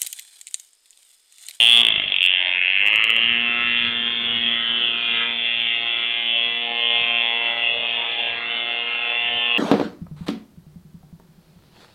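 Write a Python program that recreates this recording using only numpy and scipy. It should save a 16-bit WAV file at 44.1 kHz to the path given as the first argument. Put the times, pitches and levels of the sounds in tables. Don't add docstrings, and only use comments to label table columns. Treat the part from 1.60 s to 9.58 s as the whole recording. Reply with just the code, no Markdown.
import sys
import numpy as np
from scipy import signal
from scipy.fft import rfft, irfft, next_fast_len
from scipy.io import wavfile
from scipy.ndimage import uniform_filter1d, map_coordinates

SR = 44100
rng = np.random.default_rng(int(sys.argv[2]) if len(sys.argv) > 2 else 0)


def amplitude_ratio(level_db):
    exponent = np.asarray(level_db, float) / 20
    return 10 ** exponent


def dump(signal):
    limited = np.clip(np.atleast_2d(signal).T, -1, 1)
    pcm = np.round(limited * 32767).astype(np.int16)
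    wavfile.write(sys.argv[1], SR, pcm)


N = 351918
STUMBLE_START_S, STUMBLE_END_S = .22, .6


def evened(x, size=None):
    if size is None:
        power = np.mean(x ** 2)
    else:
        power = uniform_filter1d(uniform_filter1d(x ** 2, size), size)
    return x / np.sqrt(abs(power) + 1e-20)


def curves(rows):
    s, *columns = np.transpose(rows)
    return [np.interp(np.arange(N) / SR, s, c) for c in columns]


def bumps(rows, axis=2):
    t = np.arange(0, N + 64, 64) / SR
    rises = sum(row[axis] * np.exp(-((t - row[0]) / row[1]) ** 2) for row in rows)
    return np.interp(np.arange(N) / SR, t, rises)


def openings(rows):
    return 20 * np.log10(bumps([(s, length, amplitude_ratio(db)) for s, length, db, _ in rows]) + 1e-4)


def drift(per_s):
    t = np.arange(0, N, 256) / SR
    rates = np.geomspace(per_s / 8, per_s, num=12)
    slow = sum(np.sin(2 * np.pi * (f * t + rng.random())) / np.sqrt(f) for f in rates)
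    return np.interp(np.arange(N) / SR, t, evened(slow))


def colour(x, points, size=4096):
    f, db = np.transpose(points)
    hz = abs(np.fft.fftfreq(size, 1 / SR))
    log_gain = np.log(amplitude_ratio(np.clip(np.interp(np.log(hz + 1), np.log(f), db), -100, 0)))
    taps = np.fft.ifft(np.exp(np.conj(signal.hilbert(log_gain)))).real
    return signal.oaconvolve(x, taps[:size // 2])[:N]


def resonate(x, hz, width_hz):
    turn = np.exp(2j * np.pi * np.cumsum(hz) / SR)
    r = np.exp(-np.pi * width_hz / SR)
    return (turn * signal.lfilter([1], np.poly([r, r]), x / turn)).real


# f [Hz], level [dB]
WIND_COLOUR = [(12, -32.5), (20, -13), (119, -1), (171, -6.5), (200, -4.5), (260, -38), (440, -120)]
# t [s], length [s], level over the calm [dB]
GUSTS = [
    (.36, 0.19, 11),
    (1.85, 0.58, 11.5),
    (2.5, 0.41, 9),
    (3.1, 0.34, 11),
    (3.6, 0.22, 4.5),
    (4.16, 0.3, 9),
    (5.4, 0.069, 9),
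    (6.4, 0.54, 5.5),
    (6.88, 0.023, 10),
    (7.72, 0.16, 8.5),
]


def wind():
    rumble = evened(colour(rng.standard_normal(N), WIND_COLOUR))
    return amplitude_ratio(-64.5 + bumps(GUSTS) + 3 * drift(12)) * rumble


def cushion():
    return -50 + .59 * (curves(FAN)[0] + 45)


# f [Hz], level [dB]
WASH = [(76, -55.5), (130, -28.5), (231, -5), (286, -8), (467, -5.5), (642, -24), (1500, -5.5),
        (1950, -25.5), (3300, -120)]


def skirt_wash():
    wash = evened(colour(rng.standard_normal(N), WASH))
    return amplitude_ratio(cushion() + 1.8 * drift(6)) * wash


# t [s], f [turns/s]
SPEED = [(0, 116.7), (.2, 118.15), (.4, 101.2), (.6, 90.8), (.7, 92.3), (.83, 89.9), (1.04, 90.5),
         (1.3, 105.2), (1.5, 113.5), (1.7, 117.6), (2.03, 119.8), (2.42, 117.35), (4.1, 116.55),
         (5.15, 118.1), (5.6, 117.3), (6.7, 116.95), (7.5, 118.7), (7.98, 118.6)]


def crank():
    return np.cumsum(curves(SPEED)[0]) / SR - .21


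# t [s], level [dB]
FAN = [(0, -57), (.2, -42), (.45, -72), (.62, -67.5), (1.4, -55), (1.7, -39.5), (2.1, -38.5), (2.65, -38.5),
       (3.5, -44.5), (4.5, -51.5), (5.36, -44.5), (6.1, -53), (7.1, -49), (7.45, -55), (7.98, -47)]
# shaft order [1], level [dB]
BLADE_ORDERS = [
    (4, -56),
    (6, -54),
    (8, -53),
    (10, -55),
]


def fan():
    angle = 2 * np.pi * crank()
    fan_db = curves(FAN)[0]
    flutter_db = 1.4 * drift(30) + 1.6 * drift(5.6)
    blades = np.sqrt(2) * amplitude_ratio(fan_db + flutter_db) * np.sin(2 * angle)
    blades += amplitude_ratio(cushion() + np.minimum(fan_db + 56, 0) - 3.5 + 4.1 * drift(4.8)) * np.sin(3 * angle)
    running_db = np.minimum(curves(SPEED)[0] - 116, 0)
    overtones = sum(amplitude_ratio(db + running_db + 5.75 * drift(3.3)) * np.sin(order * angle)
                    for order, db in BLADE_ORDERS)
    shaft = amplitude_ratio(cushion() - 12 + 3 * drift(12)) * np.sin(angle)
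    return overtones + amplitude_ratio(-1) * blades + shaft


# t [s], crack level [dB], low pop level [dB]
CATCH = [
    (.23, -4, -41),
    (.26, -1.5, -41),
    (.33, -9, -39),
    (.39, -5, -35),
    (.42, -7, -42),
    (.465, -15, -44),
    (.5, -7, -45),
    (.52, -4, -45),
    (.563, -2, -54),
    (.585, -3.5, -56),
]


def pops(hz=270, t60=0.03):
    out, t = np.zeros(N), np.arange(2000) / SR
    at = np.interp(np.arange(1, 100, 2), crank(), np.arange(N) / SR)
    at = at[(at > STUMBLE_START_S) & (at < STUMBLE_END_S)]
    levels = np.interp(at, *np.transpose(CATCH)[::2])
    for s, db, bend in zip(at, levels, rng.uniform(0.51, 1.65, len(at))):
        thud = amplitude_ratio(db + 8 - 60 * t / t60) * np.sin(2 * np.pi * hz * bend * t)
        out[round(s * SR):][:len(t)] += thud
    return out


# t [s], share [0-1]
ROUGH = [(0, .05), (.2, .05), (.4, .2), (.6, .07), (1.1, .04), (1.7, .08), (2, .06), (2.3, .15), (3.7, .14),
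         (3.9, .08), (4.3, .17), (4.6, .04), (5.7, .06), (6.5, .3), (6.9, .28), (7.05, .06), (7.3, .22),
         (7.98, .08)]
# t [s], share [0-1]
SMEAR = [(0, 0), (.28, 0), (.31, .35), (.37, .55), (.4, .15), (.43, .4), (.485, .6), (.5, .3), (.6, 0),
         (7.98, 0)]
# t [s], level [dB]
ODD_FIRINGS = [(.341, -9), (.399, .5), (.5, -7), (.564, 2.7), (.718, -.5), (.76, -1), (.608, 1), (.619, 1),
               (.63, 1.8), (.641, 2), (.652, 2), (.663, 3), (.673, 1), (.695, 0), (.739, 1), (.75, .5),
               (.728, -2), (.893, 1), (.993, -1.5), (1.015, .8), (1.059, 1.5), (.838, -4), (.904, -3),
               (1.004, -5), (1.08, 3.5), (1.102, 2.5), (1.143, -1), (1.164, 1), (1.215, 2.5), (1.245, -3),
               (1.264, 2.5), (1.274, 2.5), (1.283, 2.5), (1.331, 1), (1.34, 2), (1.359, 2.2), (1.405, -1),
               (1.432, -1.5), (1.441, 3.5), (1.459, -3), (1.494, 5), (1.503, 5), (1.565, 3.3),
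               (1.574, -1.5), (1.369, -.5), (1.303, -.5), (1.322, -.5), (1.582, 1), (1.642, 1),
               (1.694, 1.5), (1.787, -3), (1.599, -4), (1.608, -1.5), (1.651, -3), (1.668, -2)]


def firings(uneven_db=0.7, jitter_ms=0.0021, misfire_db=-17, full_db=-3, puff_turns=0.15):
    angle = crank()
    turn = np.arange(0, int(angle[-1]) + 1)
    chance = rng.standard_normal((len(turn), 2))
    at = np.interp(turn, angle, np.arange(N)) + chance[:, 0] * jitter_ms * SR / 1000
    stumbling = (at > STUMBLE_START_S * SR) & (at < STUMBLE_END_S * SR)
    caught_db = np.interp(at / SR, *np.transpose(CATCH)[:2]) - full_db
    stumble_db = np.where(turn % 2, caught_db, misfire_db)
    steady_db = chance[:, 1] * uneven_db * amplitude_ratio(np.interp(at / SR, *np.transpose(DISTANCE)))
    size = amplitude_ratio(np.where(stumbling, stumble_db, steady_db))
    for s, db in ODD_FIRINGS:
        size[np.argmin(abs(at - s * SR))] = amplitude_ratio(db)

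    whole = np.clip(at.astype(int), 0, N - 2)
    cracks = np.zeros(N)
    cracks[whole], cracks[whole + 1] = size * (1 - at % 1), size * (at % 1)

    gas, smear = rng.standard_normal(N), curves(SMEAR)[0]
    burn = signal.oaconvolve(cracks, np.exp(-np.arange(600) / SR / .0022))[:N] * gas / 6
    cracks = np.sqrt(1 - smear) * cracks + np.sqrt(smear) * burn
    this_turn = np.clip(angle.astype(int), 0, len(turn) - 1)
    puffs = (1 + size[this_turn] * np.exp(-(angle % 1) / puff_turns)) * gas
    smooth = signal.butter(4, 5000, fs=SR, output="sos")
    cracks, puffs = (evened(signal.sosfilt(smooth, x), size=4000) for x in (cracks, puffs))
    rough = np.clip(curves(ROUGH)[0], 0, 1)
    return np.sqrt(1 - rough) * cracks + np.sqrt(rough) * puffs


# delay [ms], level [dB]
ECHOES = [(1.5, -11), (2.9, -10), (4.7, -15), (6.1, -18), (7.3, -16), (12.2, -16), (19.7, -17), (31.1, -17)]
# t [s], level [dB]
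DISTANCE = [(0, -7), (.25, -7), (.42, -3), (.6, -9), (1.6, -8), (2.1, 0), (7.98, 0)]


def echoes(x, wander_ms=.05, fading_db=4):
    out, now, far_db = x.copy(), np.arange(N), curves(DISTANCE)[0]
    for ms, db in ECHOES:
        delay = (ms + wander_ms * drift(5)) * SR / 1000
        level = amplitude_ratio(db + far_db + fading_db * amplitude_ratio(far_db) * drift(5.5))
        out += level * np.interp(now - delay, now, x)
    return out


# t [s], level [dB], nozzle towards the microphone [dB], muffler side shown [dB]
HEADING = [(0, -13, -2, 2.5), (.17, -12.5, 6.5, 5.5), (.46, -25.5, 0.5, -3.5), (.65, -14.5, 0, -7.5),
           (.87, -22.5, 1, -0.5), (1, -21.5, -20.5, -3.5), (1.35, -16, -17, -1.5), (1.7, -19, -6.5, -3),
           (1.95, -23.5, -11, -3), (2.35, -23.5, 6, -5.5), (3.1, -24, 2.5, -3), (4.1, -24, -4, -4.5),
           (4.7, -23.5, -0.5, -0.5), (5.35, -22.5, -3, 8), (6.05, -23, -7.5, 5.5), (6.8, -28, -1, 2.5),
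           (7.25, -26.5, -6, 1.5), (7.98, -20.5, -8.5, 8)]
# t [s], length [s], level [dB], nozzle swing [dB]
SWELLS = [(.64, 0.04, -0.5, -2.5), (.76, 0.16, -1, -4), (1.09, 0.17, 0.5, 4.5), (1.41, 0.23, -2, -0.5),
          (3.1, 0.1, 1.5, 5), (3.37, 0.042, -1.5, -2.5), (3.56, 0.11, 3.5, 1.5), (3.75, 0.057, -2, 4),
          (3.89, 0.046, 2, -1.5), (4.25, 0.25, 0, 2), (5.13, 0.16, -4.5, -4), (5.28, 0.33, 1, 4.5),
          (5.65, 0.06, 0.5, 5), (5.95, 0.059, -4, 7.5), (6.3, 0.2, 0.5, 2), (7.33, 0.09, 2, -8.5),
          (7.77, 0.09, -2, 1)]
# t [s], length [s], rasp level [dB], growl level [dB]
BROADSIDE = [(.6, 0.15, -5, -3.5), (1, 0.36, 6.5, -9), (1.4, 0.26, 9, 11), (2, 0.44, 6, 8.5),
             (2.4, 0.27, -7, -1.5), (2.8, 0.05, 0, -12.5), (3.2, 0.26, -2.5, 5), (3.65, 0.079, 1, 4.5),
             (4.3, 0.098, -0.5, 2), (4.75, 0.21, -2, -12), (5.95, 0.12, 1, 9), (6.25, 0.19, -7, -4),
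             (7.1, 0.41, -1, 3), (7.4, 0.18, 1, 3.5), (7.7, 0.088, 4, 0)]
# t [s], upper f [Hz], lower f [Hz], header f [Hz], header level [dB]
RINGS = [(0, 3348, 2827, 2095, 3.5), (.58, 3330, 2706, 2103, 2), (.78, 3260, 2820, 2070, 2.5),
         (.95, 3380, 2570, 2160, 2.5), (1.3, 3324, 2693, 2080, 1.5), (1.76, 3145, 2800, 2004, 2),
         (1.95, 3460, 2660, 2052, 3.5), (2.4, 3350, 2695, 1900, 5.5), (2.85, 3320, 2830, 2110, 0.5),
         (3.2, 3216, 2900, 1900, 4.5), (3.45, 3430, 2570, 2020, -3.5), (3.9, 3370, 2740, 2194, 3),
         (4.5, 3360, 2690, 2133, 2), (5.2, 3376, 2840, 2200, 6.5), (5.5, 3323, 2613, 2050, 1.5),
         (6, 3310, 2746, 2090, 8), (6.45, 3480, 2720, 2063, 2.5), (7.98, 3440, 2807, 2045, 2)]
PATCHY_DB = 1.4


def heading():
    loud_db, aim_db, side_db = curves(HEADING)
    far = amplitude_ratio(2 * curves(DISTANCE)[0])
    aim_db = aim_db + bumps(SWELLS, axis=3)
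    loud_db = loud_db + bumps(SWELLS) + 0.98 * far * drift(12)
    upper_db, lower_db = (loud_db - 10 * np.log10(1 + amplitude_ratio(x) ** 2) for x in (-aim_db, aim_db))
    away = np.tanh(-aim_db / 8)
    rasp_db = -35.5 - 1.5 * away - 0.11 * side_db
    rasp_db = rasp_db + bumps(BROADSIDE) + 0.64 * bumps(SWELLS) + 1.2 * drift(8.1)
    body_db = -42 + side_db + PATCHY_DB / np.sqrt(far + 0.13) * drift(14)
    upper_hz, lower_hz = (hz + 20 * drift(7.5) for hz in curves(RINGS)[:2])
    return upper_db, lower_db, rasp_db, body_db, upper_hz, lower_hz


def scattered(x, patchy_db=2.8):
    z = signal.stft(x, nperseg=2048, noverlap=1536)[2]
    patches = uniform_filter1d(rng.standard_normal(z.T.shape), size=14, axis=0)
    patches = evened(uniform_filter1d(patches, size=5, axis=1))
    return signal.istft(z * amplitude_ratio(patchy_db * patches.T), nperseg=2048, noverlap=1536)[1][:N]


SPLIT_HZ = (3850, 2330, 1100, 290)
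# f [Hz], level [dB]
PIPE = [(180, -29.5), (300, -13), (408, -17.5), (461, -9.5), (695, -8), (1300, -7), (1690, -21.5),
        (2860, -120)]
# f [Hz], level [dB]
MICROPHONE = [(20, 4.5), (3500, 2), (3700, -3), (3900, -14), (4200, -22), (4700, -33), (9000, -51)]
# f [Hz], level [dB]
RASP = [(1000, 1.5), (1300, 5), (1550, 9.5), (1850, 13), (2100, 6.5), (2350, -3.5)]
# f [Hz], level [dB]
GURGLE_COLOUR = [(20, 0), (800, 0), (1200, -5), (2200, -10), (2600, -30), (4000, -60)]
# t [s], length [s], share of the wide ring [1]
OPEN_THROTTLE = [
    (1.35, .45, 3),
]
# t [s], length [s], level [dB]
FIZZ_SWELLS = [
    (.1, .15, -5),
    (1.45, 0.26, 2.5),
    (2.2, 0.18, 4.5),
    (3.5, 0.19, 4),
    (6.7, 0.29, 2.5),
    (7.3, .25, 2.5),
]
# t [s], length [s], level [dB], offset from 2927 Hz [Hz]
MIDDLE = [(1.12, 0.067, -38.5, 10), (1.33, 0.043, -38, -14), (1.58, 0.14, -29, -24),
          (2.2, 0.082, -43, -55.5), (3.1, 0.2, -31, 51), (4.05, 0.11, -41, 32.5), (4.7, 0.16, -30.5, 55.5),
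          (5.25, 0.063, -25.5, 39), (5.7, 0.06, -31, -41), (6.03, 0.068, -36, -45),
          (7.05, .12, -35.5, 26.5), (7.8, 0.084, -29.5, 56)]
# t [s], length [s], level [dB], offset from 1000 Hz [Hz]
SHELL = [
    (2.6, .25, -50, -60),
    (3.6, .3, -49, -60),
    (4.7, .2, -53, -60),
    (5.45, .2, -48, -60),
    (6.9, .25, -46, 170),
    (7.25, .15, -49, -60),
    (7.75, .25, -45, -60),
]


def exhaust(blend_hz=200, fizz_db=-56):
    upper_db, lower_db, rasp_db, body_db, upper_hz, lower_hz = heading()
    direct, size = colour(firings(), MICROPHONE), next_fast_len(N)
    gas = echoes(direct)
    gurgle = colour(rng.standard_normal(N), GURGLE_COLOUR)
    gas = gas + 3 * curves(ROUGH)[0] / amplitude_ratio(3.03 * curves(DISTANCE)[0]) * gurgle

    upper, lower = -resonate(gas, upper_hz, 450), resonate(gas, lower_hz, 500)
    lower = lower + bumps(OPEN_THROTTLE) * resonate(gas, lower_hz + 80, 2000)
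    header_hz, header_db = curves(RINGS)[2:]
    header = -resonate(gas, header_hz, 650)
    middle_ring = resonate(gas, 2927 + bumps(MIDDLE, axis=3), 220)
    shell_ring = resonate(direct, 1000 + bumps(SHELL, axis=3), 200)
    hiss = gas + 1.4 * colour(rng.standard_normal(N), MICROPHONE)
    body = scattered(colour(gas + amplitude_ratio(3) * direct, PIPE))

    hz = np.fft.rfftfreq(size, 1 / SR)
    fizz, top, middle, bottom = (np.clip(.5 + (hz - edge) / blend_hz / 2, 0, 1) for edge in SPLIT_HZ)
    high = np.clip((hz - 2600) / 500, 0, 1)
    low = np.clip((3750 - hz) / 500, 0, 1)
    bright = np.clip(.5 + (hz - 1538) / 600, 0, 1)
    deep = np.clip(.5 + (405 - hz) / 100, 0, 1)
    growl_band = (middle - top) * amplitude_ratio(np.interp(hz, *np.transpose(RASP))) * (1 - bright)
    header_tilt = amplitude_ratio(np.interp(hz, [1200, 1700, 1900, 2390], [16.0, 3.5, -3.5, 5]))

    deep_db = body_db - 13.5 - (1 - 0.099) * curves(HEADING)[2]
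    growl_db = rasp_db - 6 + bumps(BROADSIDE, axis=3) - bumps(BROADSIDE) + PATCHY_DB * drift(11)
    hiss_db = fizz_db + bumps(FIZZ_SWELLS) + 2 * drift(28)
    parts = [(openings(MIDDLE), middle_ring, top * low),
             (openings(SHELL), shell_ring, bottom - top),
             (deep_db, body, (bottom - middle) * deep),
             (body_db, body, (bottom - middle) * (1 - deep)),
             (upper_db, upper, high * (1 - fizz)),
             (lower_db, lower, top * low),
             (rasp_db + header_db, header, (middle - top) * bright * header_tilt),
             (growl_db, lower, growl_band),
             (hiss_db, hiss, fizz)]
    return sum(amplitude_ratio(db) * evened(irfft(rfft(x, size) * band, size)[:N], size=3000)
               for db, x, band in parts)


def shimmer(x, patchy_db=2, waver_ms=.022):
    _, t, z = signal.stft(x, nperseg=1024, noverlap=768)
    patches = rng.standard_normal(z.T.shape)
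    for size, axis in ((16, 0), (16, 0), (3, 1)):
        patches = uniform_filter1d(patches, size=size, axis=axis)
    far = amplitude_ratio(np.interp(t / SR, *np.transpose(DISTANCE)))
    gain = amplitude_ratio(patchy_db * far * evened(patches).T)
    mottled = signal.istft(z * gain, nperseg=1024, noverlap=768)[1][:N]
    path = np.arange(N) + waver_ms * SR / 1000 * drift(24)
    return map_coordinates(mottled, [path], order=3, mode="nearest")


def scene():
    background = wind() + skirt_wash() + fan() + pops()
    return (background + shimmer(exhaust()))[None]


def top_cut(x):
    return signal.sosfilt(signal.butter(12, 17100, fs=SR, output="sos"), x)


def record(dry):
    narrow_taps = signal.firwin(801, 4620, window=("kaiser", 10), fs=SR)
    narrow = signal.oaconvolve(dry, narrow_taps[None], "same")
    clipped = np.clip(narrow, -.73, .73)
    limit_taps = signal.firwin(401, 15850, window=("kaiser", 9), fs=SR)
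    limited = signal.oaconvolve(clipped, limit_taps[None], "same")
    return top_cut(limited)


dry = scene()
out = record(dry)
dump(out)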